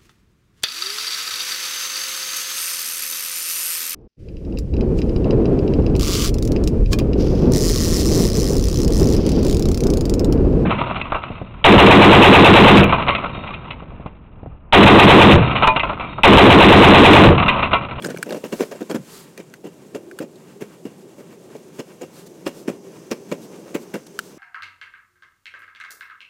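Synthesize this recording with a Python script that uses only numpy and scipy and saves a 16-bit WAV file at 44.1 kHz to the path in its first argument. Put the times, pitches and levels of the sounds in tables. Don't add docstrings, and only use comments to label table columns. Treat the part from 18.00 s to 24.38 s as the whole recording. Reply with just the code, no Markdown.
import sys
import numpy as np
from scipy import signal
from scipy.fft import rfft, irfft, next_fast_len
from scipy.io import wavfile
from scipy.ndimage import map_coordinates

SR = 44100
rng = np.random.default_rng(int(sys.argv[2]) if len(sys.argv) > 2 else 0)


def wav_record(signal):
    frames = np.transpose(np.atleast_2d(signal))
    bounded = np.clip(frames, -1, 1)
    quanta = np.round(bounded * 32767).astype(np.int16)
    wavfile.write(sys.argv[1], SR, quanta)


N = 281358
TIME_S = np.arange(N) / SR
TOP_HZ = 16050

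# time in seconds, level in dB.
SHAKING = [(0.0, -39), (0.76, -47.5), (1.1, -49), (1.7, -48.5), (2.06, -43.5), (2.45, -47), (3.4, -45),
           (3.52, -42), (3.66, -47), (4.3, -44), (4.62, -40.5), (5.06, -43.5), (5.58, -39.5), (5.79, -38.5),
           (5.99, -47.5), (6.38, -46)]
# time in seconds, level in dB.
TREBLE = [(0.0, -51), (0.53, -48.5), (0.92, -50.5), (1.1, -49), (1.4, -55), (5.06, -52), (5.53, -50.5),
          (6.09, -52), (6.38, -52)]
# time of the height in seconds, bell's standard deviation in seconds, level in dB.
BOOM_SWELLS = [(0.05, 0.091, -36), (0.985, 0.026, -38)]
# strength in dB, contact in seconds, brightness in dB, truck ring in Hz.
JOINTS = [(1.375, 333, -37.5, 0.033, 5.2, 2330, -31, 0.032, -0.5, 2820),
          (1.947, 346, -27, 0.013, 1.1, 2750, -27, 0.032, -1, 2480),
          (2.607, 302, -31.5, 0.02, 3.6, 2100, -33, 0.02, 0, 2860),
          (3.786, 380, -28.5, 0.018, 3.9, 2820, -30.5, 0.029, 2, 2670),
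          (4.462, 360, -25, 0.014, 7.3, 2930, -25, 0.025, 2.5, 2370),
          (5.111, 403, -25.5, 0.0095, 8.4, 2380, -24.5, 0.011, 3, 2300),
          (5.744, 350, -26.5, 0.013, 7.1, 2310, -25.5, 0.023, 4, 1970)]
# time in seconds, strength in dB, thud centre in Hz,
# contact in seconds, brightness in dB, truck ring in Hz.
CRACKS = [(0.023, -38.5, 261, 0.019, 9.5, 1900), (0.042, -31, 455, 0.021, 11.5, 1590),
          (0.083, -33, 436, 0.033, 7, 1660), (0.184, -39.5, 440, 0.0043, 0, 2300),
          (0.258, -32.5, 378, 0.021, 0, 2690), (0.286, -33.5, 477, 0.015, 6, 2780),
          (0.3056, -26.5, 480, 0.03, -0.5, 2780), (0.342, -26.5, 428, 0.029, 0, 2800),
          (0.439, -30.5, 377, 0.018, 6, 2820), (0.523, -23.5, 420, 0.011, 2, 2920),
          (0.593, -24.5, 383, 0.037, 4, 2300), (0.605, -22.5, 394, 0.0066, 2, 1700),
          (0.711, -32, 510, 0.018, 6, 1680), (0.747, -37.5, 450, 0.011, -5, 1660),
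          (0.805, -29, 400, 0.017, -1, 1540), (0.895, -24, 434, 0.024, 3, 1490),
          (0.943, -23.5, 368, 0.018, 2.5, 1485), (3.181, -39, 340, 0.032, 1, 2300),
          (3.325, -47.5, 420, 0.0059, 6, 2700), (3.546, -36, 410, 0.0076, -2.5, 2280)]
# time in seconds, thump peak in dB, thud centre in Hz,
# t60 of the added damping in seconds, clack relative to the peak in dB, truck ring in Hz.
SLAMS = [(0.0584, -18.5, 420, 0.0087, -33, 1600), (0.0844, -17.5, 443, 0.0069, -29, 1650),
         (0.1036, -19.5, 450, 0.006, -21, 1600), (0.1429, -18.5, 404, 0.011, -31, 2300),
         (0.3046, -17.5, 480, .016, -21.5, 2780), (0.3208, -20.5, 520, 0.0077, -23, 2780),
         (0.3258, -16, 480, 0.0095, -25, 2840), (0.3443, -17, 380, 0.017, -28, 2780),
         (0.437, -16.5, 387, 0.0069, -29, 2780), (0.525, -16.5, 396, 0.02, -21, 2900),
         (0.604, -11, 336, 0.024, -22, 1650), (0.633, -19.5, 450, .016, -22, 2300),
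         (0.816, -15.5, 335, 0.015, -32, 1550), (0.898, -23, 458, .016, -22, 1500),
         (0.9434, -12, 280, 0.023, -27, 1500), (0.957, -19, 328, 0.014, -19.5, 1610),
         (1.398, -24.5, 360, 0.0079, -23, 2330), (1.945, -20, 270, 0.04, -22.5, 2780),
         (2.2012, -20.5, 262, .014, -34, 2400), (2.6196, -22.5, 347, 0.008, -23, 2110),
         (2.851, -21.5, 278, 0.024, -35, 2860), (3.7939, -17, 292, 0.016, -35, 2870),
         (4.016, -30, 402, 0.014, -33, 2670), (4.4639, -11, 395, 0.095, -23, 2870),
         (4.6798, -9, 310, 0.02, -28.5, 2430), (4.697, -29, 350, 0.022, -25, 2820),
         (5.1152, -15.5, 390, 0.02, -23, 2380), (5.3129, -18.5, 370, 0.014, -20.5, 2420),
         (5.321, -18.5, 443, 0.007, -21, 2330), (5.7486, -12, 340, 0.032, -26, 2300),
         (5.76, -21, 380, 0.022, -21, 2320), (5.938, -18.5, 328, .016, -22.5, 1970),
         (5.952, -24, 400, 0.013, -15.5, 1560)]
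# time in seconds, strength in dB, ring in Hz, t60 in seconds.
PEBBLES = [(0.035, -51, 9000, .015), (0.0615, -40, 7100, .012), (0.185, -47, 6000, .008),
           (0.3072, -42, 4250, 0.014), (0.324, -42, 3770, .018), (0.606, -45, 5250, .02),
           (0.828, -53, 3500, .012), (1.4995, -62, 6500, 0.014), (2.357, -56.5, 4110, .05),
           (3.566, -58, 4400, .012), (3.7922, -45, 6430, .012), (4.019, -46, 6900, 0.018),
           (5.1132, -35.5, 5460, .025)]
# time in seconds, main ring level in dB, shell and snap relative to it in dB, main ring in Hz,
# main ring length as a factor, upper ring in Hz, upper ring in dB before a 2 dB cut, second tap relative in dB.
CLICKS = [(0.0228, -35, 4.5, 1900, 0.58, 3360, 8, -18), (0.0437, -30, -3, 1630, 1.2, 5080, -7, -8),
          (0.0476, -18.5, -8, 1560, 0.9, 5040, -4.5, -17), (0.0686, -32.5, 4.5, 1570, 0.91, 8540, 6, -17),
          (0.1026, -32.5, -2, 1600, 0.96, 2900, -5, -16), (0.1627, -31, -11, 1560, 1, 2300, -14, -19),
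          (0.1727, -30.5, 1, 1550, 0.9, 2300, 5, -20), (0.2279, -14.5, -2, 1560, 0.98, 2330, -10, -19),
          (0.9125, -26, -2, 1420, 0.7, 3230, -2, -25), (1.377, -34.5, 2.5, 1900, 0.81, 2400, 3, -16),
          (1.539, -33, -3, 1540, 0.95, 1990, 1, -12), (2.1125, -31.5, -9.5, 1570, 1, 2310, -7, -12),
          (2.1885, -25, -0.5, 1540, 0.85, 2870, -12, -12), (6.19, -14, -4, 1508, 0.96, 3100, -6.5, -14)]
# time of the height in seconds, bell's standard deviation in seconds,
# level in dB before a 1 dB cut, swish in Hz.
STROKES = [(0.359, 0.052, -53, 9000), (0.596, 0.063, -43.5, 5600), (1.158, 0.056, -42.5, 4600),
           (3.776, 0.027, -53, 6500), (4.182, 0.036, -47.5, 4400), (4.27, 0.0068, -46.5, 6000),
           (4.582, 0.038, -49, 5000), (5.438, 0.022, -49, 5500), (5.826, 0.014, -49, 5470),
           (6.07, 0.0029, -43, 6500), (6.262, 0.048, -50.5, 6500)]

# frequency in Hz, density in dB per Hz.
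BOOM = [(25, -80), (60, -33), (95, -17), (125, -8.5), (168, 0), (230, -4.5), (300, -13), (450, -41),
        (900, -69)]
DRONE = [(30, -45), (100, -42.5), (200, -8), (290, -4), (390, -3), (480, -7), (580, -10), (720, -16),
         (1100, -25), (1700, -59), (3000, -70)]
GROWL = [(200, -46), (320, -13), (385, 5.5), (440, -14.5), (600, -50.5)]
WHIRR = [(3500, -38), (4800, -4), (5400, -3), (6200, 3), (7000, -9), (8200, -57), (11000, -43)]
# frequency in Hz, density in dB per Hz.
HISS = [(30, -32), (300, -2.5), (2500, -1.5), (4200, -1), (6200, 1), (7500, 2.5), (9500, -2.5),
        (12000, -4.5), (16000, -9.5)]
THUD = [(25, -35), (60, -33), (100, -23), (160, 0), (230, 3.5), (330, 2), (430, 2.5), (560, 2), (730, -9.5),
        (950, -15.5), (1400, -59.5), (3000, -58.5)]
RATTLE = [(500, -14), (900, 6), (1300, 2), (1800, -2), (2800, -3.5), (3700, -9), (5000, -22), (9000, -63)]
GRIT = [(2500, -17), (4200, 0.5), (5400, 3), (7500, 2), (10000, -3.5), (13500, -4.5), (16000, -7)]
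CLACK = [(500, -19), (900, 2), (1500, 7), (2800, -3.5), (4000, -5.5), (6500, -9), (9000, -15), (16000, -28)]
SNAP = [(40, -33), (300, -9), (800, 0), (2500, 7), (5000, 1.5), (7000, 0), (8500, 7), (11000, -2.5),
        (16000, -6)]
CLOTH = [(500, -1.5), (1200, 2), (2300, -5.5), (3500, -2), (4600, -1), (5800, -3), (7500, -1), (11000, -5),
         (14000, -6), (16000, -11.5)]

# centre in Hz, width in Hz, height over the broad response in dB.
HUM = [(174, 50, 4.5), (250, 38, -4), (381, 16, 0.5), (713, 74, -2), (940, 160, -1)]
TRUCK = [(1574, 60, 4), (1860, 61, 4), (2262, 70, 3), (2404, 96, 1.5), (2770, 68, 6.5), (3250, 140, 3)]
HANGERS = [(5170, 350, 3.5), (6140, 300, 0.5), (7280, 180, 3)]
# frequency in Hz, level in dB, t60 in seconds.
DECK_MODES = [(172, -33.5, 0.13), (313, -8, 0.037), (365, -0.5, 0.031), (501, 2.5, 0.016),
              (654, -35, 0.032)]
# frequency in Hz, level in dB, t60 in seconds.
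SHELL_MODES = [(398, -13.5, 0.039), (560, -11, 0.013), (2370, -14, 0.013), (3120, -14, 0.0081),
               (4320, -9, .012), (5200, -14, 0.0068), (6140, -10, 0.012), (8200, -12.5, 0.0097),
               (9400, -13, 0.0064), (11500, -10.5, 0.0082), (14000, -20, .007)]

DRONE_DB, GROWL_DB, GROWL_SWING_DB = -1.87, -8.5, 4.5
TREAD_DB, HISS_DB = -5.5, -4.5
BOOM_DB, BOOM_FOLLOWS = -50, 0.28
BEARING_DB, BEARING_RISE_DB_PER_S, BEARING_STEADY_S = -61, 7, 5.06
GROWL_WANDER_HZ = 22.02
HISS_GRIT_DB = -6
GRAINS_PER_S, GRAIN_T60_S = 6000, 0.0068

AXLE_GAP_S, GAP_SHRINK_S_PER_S = 0.2862, 0.0163
LEAD_S, LEAD_DB = 0.006, -15
KNOCK_S = 0.016
THUD_DB, RATTLE_DB, GRIT_DB = 2.3, -13.5, -19
THUD_WIDTH_HZ, THUD_RING_DB = 110, 3
TRUCK_WIDTH_HZ, TRUCK_RING_DB = 420, 7
DECK_REF_HZ = 385
DECK_LOW_HZ = 130
DECK_LAG_S = 0.004
CLACK_DELAY_S, CLACK_T60_S = 0.0028, 0.021
FENCE_DB, FENCE_T60_S = -18.5, 0.32

SHELL_SWELL_S = 0.0016
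SHELL_SCATTER = 0.023
UPPER_T60_S, SNAP_T60_S, SNAP_DB = 0.018, 0.016, -4.5
REBOUND_S, REBOUND_DB = 0.0021, -4
SECOND_TAP_S = 0.0059
SWISH_WIDTH_HZ, SWISH_DB = 840, 2.5


def amp(db):
    return 10 ** (np.asarray(db) / 20)


def unit(x):
    return x / np.sqrt(np.mean(x ** 2) + 1e-20)


def wobble(rate_hz, count=N):
    knots = rng.standard_normal(int(count * rate_hz / SR) + 4)
    return map_coordinates(knots, [TIME_S[:count] * rate_hz])


def response(points, peaks=(), stretch=1, size=4096):
    hz = np.fft.rfftfreq(size, 1 / SR)
    point_hz, point_db = np.transpose(points)
    level_db = np.interp(np.log(hz + 1), np.log(point_hz * stretch), point_db)
    for centre_hz, width_hz, db in peaks:
        level_db = level_db + db / (1 + (2 * (hz - centre_hz) / width_hz) ** 2)
    cepstrum = irfft(np.log(amp(level_db)))
    cepstrum[1:size // 2] *= 2
    cepstrum[size // 2 + 1:] = 0
    ring = irfft(np.exp(rfft(cepstrum)))
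    return ring / np.linalg.norm(ring)


def through(force, ring):
    return signal.fftconvolve(force, ring)[:len(force)]


def grains(count, rough):
    sign, size = rng.standard_normal((2, count))
    return unit(sign * np.exp(rough * size))


def add(track, start_s, sound):
    part = track[max(round(start_s * SR), 0):][:len(sound)]
    part += sound[:len(part)]


def burst(x, db):
    return x * amp(db) * np.sqrt(KNOCK_S * SR / np.sum(x ** 2))


def crackle(count, rough):
    t = np.arange(SR // 256) / SR
    number = count * GRAINS_PER_S // SR
    when, pitch = rng.random((2, number, 1))
    size = np.exp(rough * rng.standard_normal((number, 1)))
    ticks = size * np.sin(2 * np.pi * TOP_HZ * pitch * t) * amp(-60 * t / GRAIN_T60_S)
    where = (when * count).astype(int) + np.arange(len(t))
    return unit(np.bincount(where.ravel(), ticks.ravel(), count)[:count])


def swells(rows):
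    return sum(amp(db) * np.exp(-((TIME_S - s) / spread_s) ** 2 / 2) for s, spread_s, db in rows)


def rolling():
    shake_db = np.interp(TIME_S, *np.transpose(SHAKING))
    treble_db = np.interp(TIME_S, *np.transpose(TREBLE))
    boom_db = BOOM_DB + BOOM_FOLLOWS * (shake_db - shake_db.mean())
    bearing_db = BEARING_DB - BEARING_RISE_DB_PER_S * np.maximum(BEARING_STEADY_S - TIME_S, 0)
    surface = wobble(22.02)
    boom = unit(through(grains(N, rough=0.53), response(BOOM)))
    drone = unit(through(grains(N, rough=0.58), response(DRONE, HUM)))
    growl = unit(through(grains(N, rough=0.66), response(GROWL)))
    drift_rad = 2 * np.pi * np.cumsum(GROWL_WANDER_HZ * wobble(5)) / SR
    growl = np.real(signal.hilbert(growl, next_fast_len(N))[:N] * np.exp(1j * drift_rad))
    tread = unit(through(grains(N, rough=0.48), response(RATTLE, TRUCK)))
    gritty = rng.standard_normal(N) + amp(HISS_GRIT_DB) * crackle(N, rough=0.49)
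    hiss = unit(through(gritty, response(HISS)))
    whirr = unit(through(rng.standard_normal(N), response(WHIRR)))
    return (boom * (amp(boom_db + 0.93 * surface) + swells(BOOM_SWELLS))
            + drone * amp(shake_db + DRONE_DB + 0.19 * surface)
            + growl * amp(shake_db + GROWL_DB + GROWL_SWING_DB * wobble(16))
            + tread * amp(treble_db + TREAD_DB + 3.05 * surface)
            + hiss * amp(treble_db + HISS_DB + surface + wobble(57))
            + whirr * amp(bearing_db + 0.31 * wobble(9.1)))


def knock(centre_hz, db, contact_s, bright_db, ring_hz):
    t = np.arange(SR // 4) / SR
    after_s = np.maximum(t - LEAD_S - contact_s, 0)
    dip, hit = [1 - np.exp(-(np.maximum(t - start_s, 0) / 0.0014) ** 2) for start_s in (0, LEAD_S)]
    decay = amp(-60 * after_s / 0.065) + amp(-23.5 - 60 * after_s / 0.4)
    contact = np.maximum(amp(LEAD_DB) * dip, hit) * decay
    stretch = (centre_hz / DECK_REF_HZ) ** 0.45
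    deck = response(THUD, [(centre_hz, THUD_WIDTH_HZ, THUD_RING_DB)], stretch)
    thud = through(contact * grains(len(t), rough=0.47), deck)
    bounce = contact * amp(1.9 * wobble(178, count=len(t)))
    trucks = response(RATTLE, [*TRUCK, (ring_hz, TRUCK_WIDTH_HZ, TRUCK_RING_DB)])
    rattle = through(bounce * grains(len(t), rough=0.51), trucks)
    crunch = through(bounce * crackle(len(t), rough=0.4), response(GRIT, HANGERS))
    return (burst(thud, db + THUD_DB)
            + burst(rattle, db + bright_db + RATTLE_DB)
            + burst(crunch, db + bright_db + GRIT_DB))


def cracks():
    out = np.zeros(N)
    for s, db, centre_hz, contact_s, bright_db, ring_hz in CRACKS:
        add(out, s - LEAD_S, knock(centre_hz, db, contact_s, bright_db, ring_hz))
    return out


def leash():
    out, t = np.zeros(N), np.arange(SR // 16) / SR
    for s, db, snap_db, ring_hz, life, upper_hz, upper_db, tap_db in CLICKS:
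        age = t / (SHELL_SWELL_S * life)
        ring = age * np.exp((1 - age ** 2) / 2) * np.sin(2 * np.pi * ring_hz * t)
        ring += amp(upper_db - 2 - 60 * t / UPPER_T60_S) * np.sin(2 * np.pi * upper_hz * t)
        pitch_factor = 1 + SHELL_SCATTER * rng.standard_normal()
        shell = np.zeros(len(t))
        for k, (hz, level_db, t60_s) in enumerate(SHELL_MODES):
            gain = (-1) ** k * amp(level_db + rng.normal(0, 3.1) - 60 * t / t60_s)
            shell += gain * np.sin(2 * np.pi * hz * pitch_factor * t)
        strike = rng.standard_normal(len(t)) * amp(-60 * t / SNAP_T60_S)
        snap = amp(SNAP_DB) * through(strike, response(SNAP))
        click = amp(db) * (ring + amp(snap_db) * (shell + snap))
        add(out, s, click)
        add(out, s + REBOUND_S, amp(db + snap_db + REBOUND_DB) * snap)
        add(out, s + SECOND_TAP_S, amp(tap_db) * click)
    return out


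def pebbles():
    out, t = np.zeros(N), np.arange(SR // 16) / SR
    for s, db, ring_hz, t60_s in PEBBLES:
        force = grains(len(t), rough=0.28) * amp(-60 * t / t60_s)
        crack = through(force, response(HISS, [(ring_hz, 1200, 16)]))
        add(out, s, burst(crack, db))
    return out


def deck_ring(t, stretch):
    ring = np.zeros(len(t))
    for hz, level_db, t60_s in DECK_MODES:
        gain = amp(level_db + rng.normal(0, 0.68) - 60 * t / t60_s)
        ring += gain * np.sin(2 * np.pi * hz * stretch * (t - DECK_LAG_S))
    return ring * (1 - np.exp(-(t / 0.0056) ** 2))


def slams():
    out, t = np.zeros(N), np.arange(SR // 8) / SR
    low_cut = signal.butter(3, DECK_LOW_HZ, "highpass", fs=SR, output="sos")
    for s, db, centre_hz, t60_s, clack_db, ring_hz in SLAMS:
        damping = amp(-60 * np.maximum(t - DECK_LAG_S, 0) / t60_s)
        thump = signal.sosfilt(low_cut, deck_ring(t, centre_hz / DECK_REF_HZ) * damping)
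        force = grains(len(t), rough=0.73) * amp(-60 * t / CLACK_T60_S)
        trucks = response(CLACK, [*TRUCK, (ring_hz, TRUCK_WIDTH_HZ, TRUCK_RING_DB)])
        clack = through(force, trucks)
        add(out, s, amp(db) * thump / np.abs(thump).max())
        add(out, s + CLACK_DELAY_S, burst(clack, db + clack_db))
    return out


def fences(x):
    t = np.arange(SR // 2) / SR
    onset = 1 - np.exp(-(t / 0.0017) ** 2)
    tail = rng.standard_normal(len(t)) * amp(-60 * t / FENCE_T60_S) * onset
    return through(x, tail / np.linalg.norm(tail))


def sleeve():
    out, t = np.zeros(N), np.arange(-SR // 4, SR // 4) / SR
    for s, spread_s, db, swish_hz in STROKES:
        weave = response(CLOTH, [(swish_hz, SWISH_WIDTH_HZ, SWISH_DB)])
        rub = unit(through(grains(len(t), rough=0.17), weave))
        add(out, s + t[0], amp(db - 1.0) * np.exp(-(t / spread_s) ** 2 / 2) * rub)
    return out


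def joints():
    out = np.zeros(N)
    for s, centre_hz, *axles in JOINTS:
        gap_s = AXLE_GAP_S - GAP_SHRINK_S_PER_S * s
        add(out, s - LEAD_S, knock(centre_hz, *axles[:4]))
        add(out, s + gap_s - LEAD_S, knock(centre_hz, *axles[4:]))
    return out


def scene():
    knocks = joints() + cracks() + slams()
    board = rolling() + knocks + amp(FENCE_DB) * fences(knocks)
    return (board + leash() + sleeve() + pebbles())[None]


def record(dry):
    size = next_fast_len(N + SR // 4)
    kept = np.fft.rfftfreq(size, 1 / SR) < TOP_HZ
    return irfft(rfft(dry, size) * kept, size)[:, :N]


dry = scene()
out = record(dry)
wav_record(out)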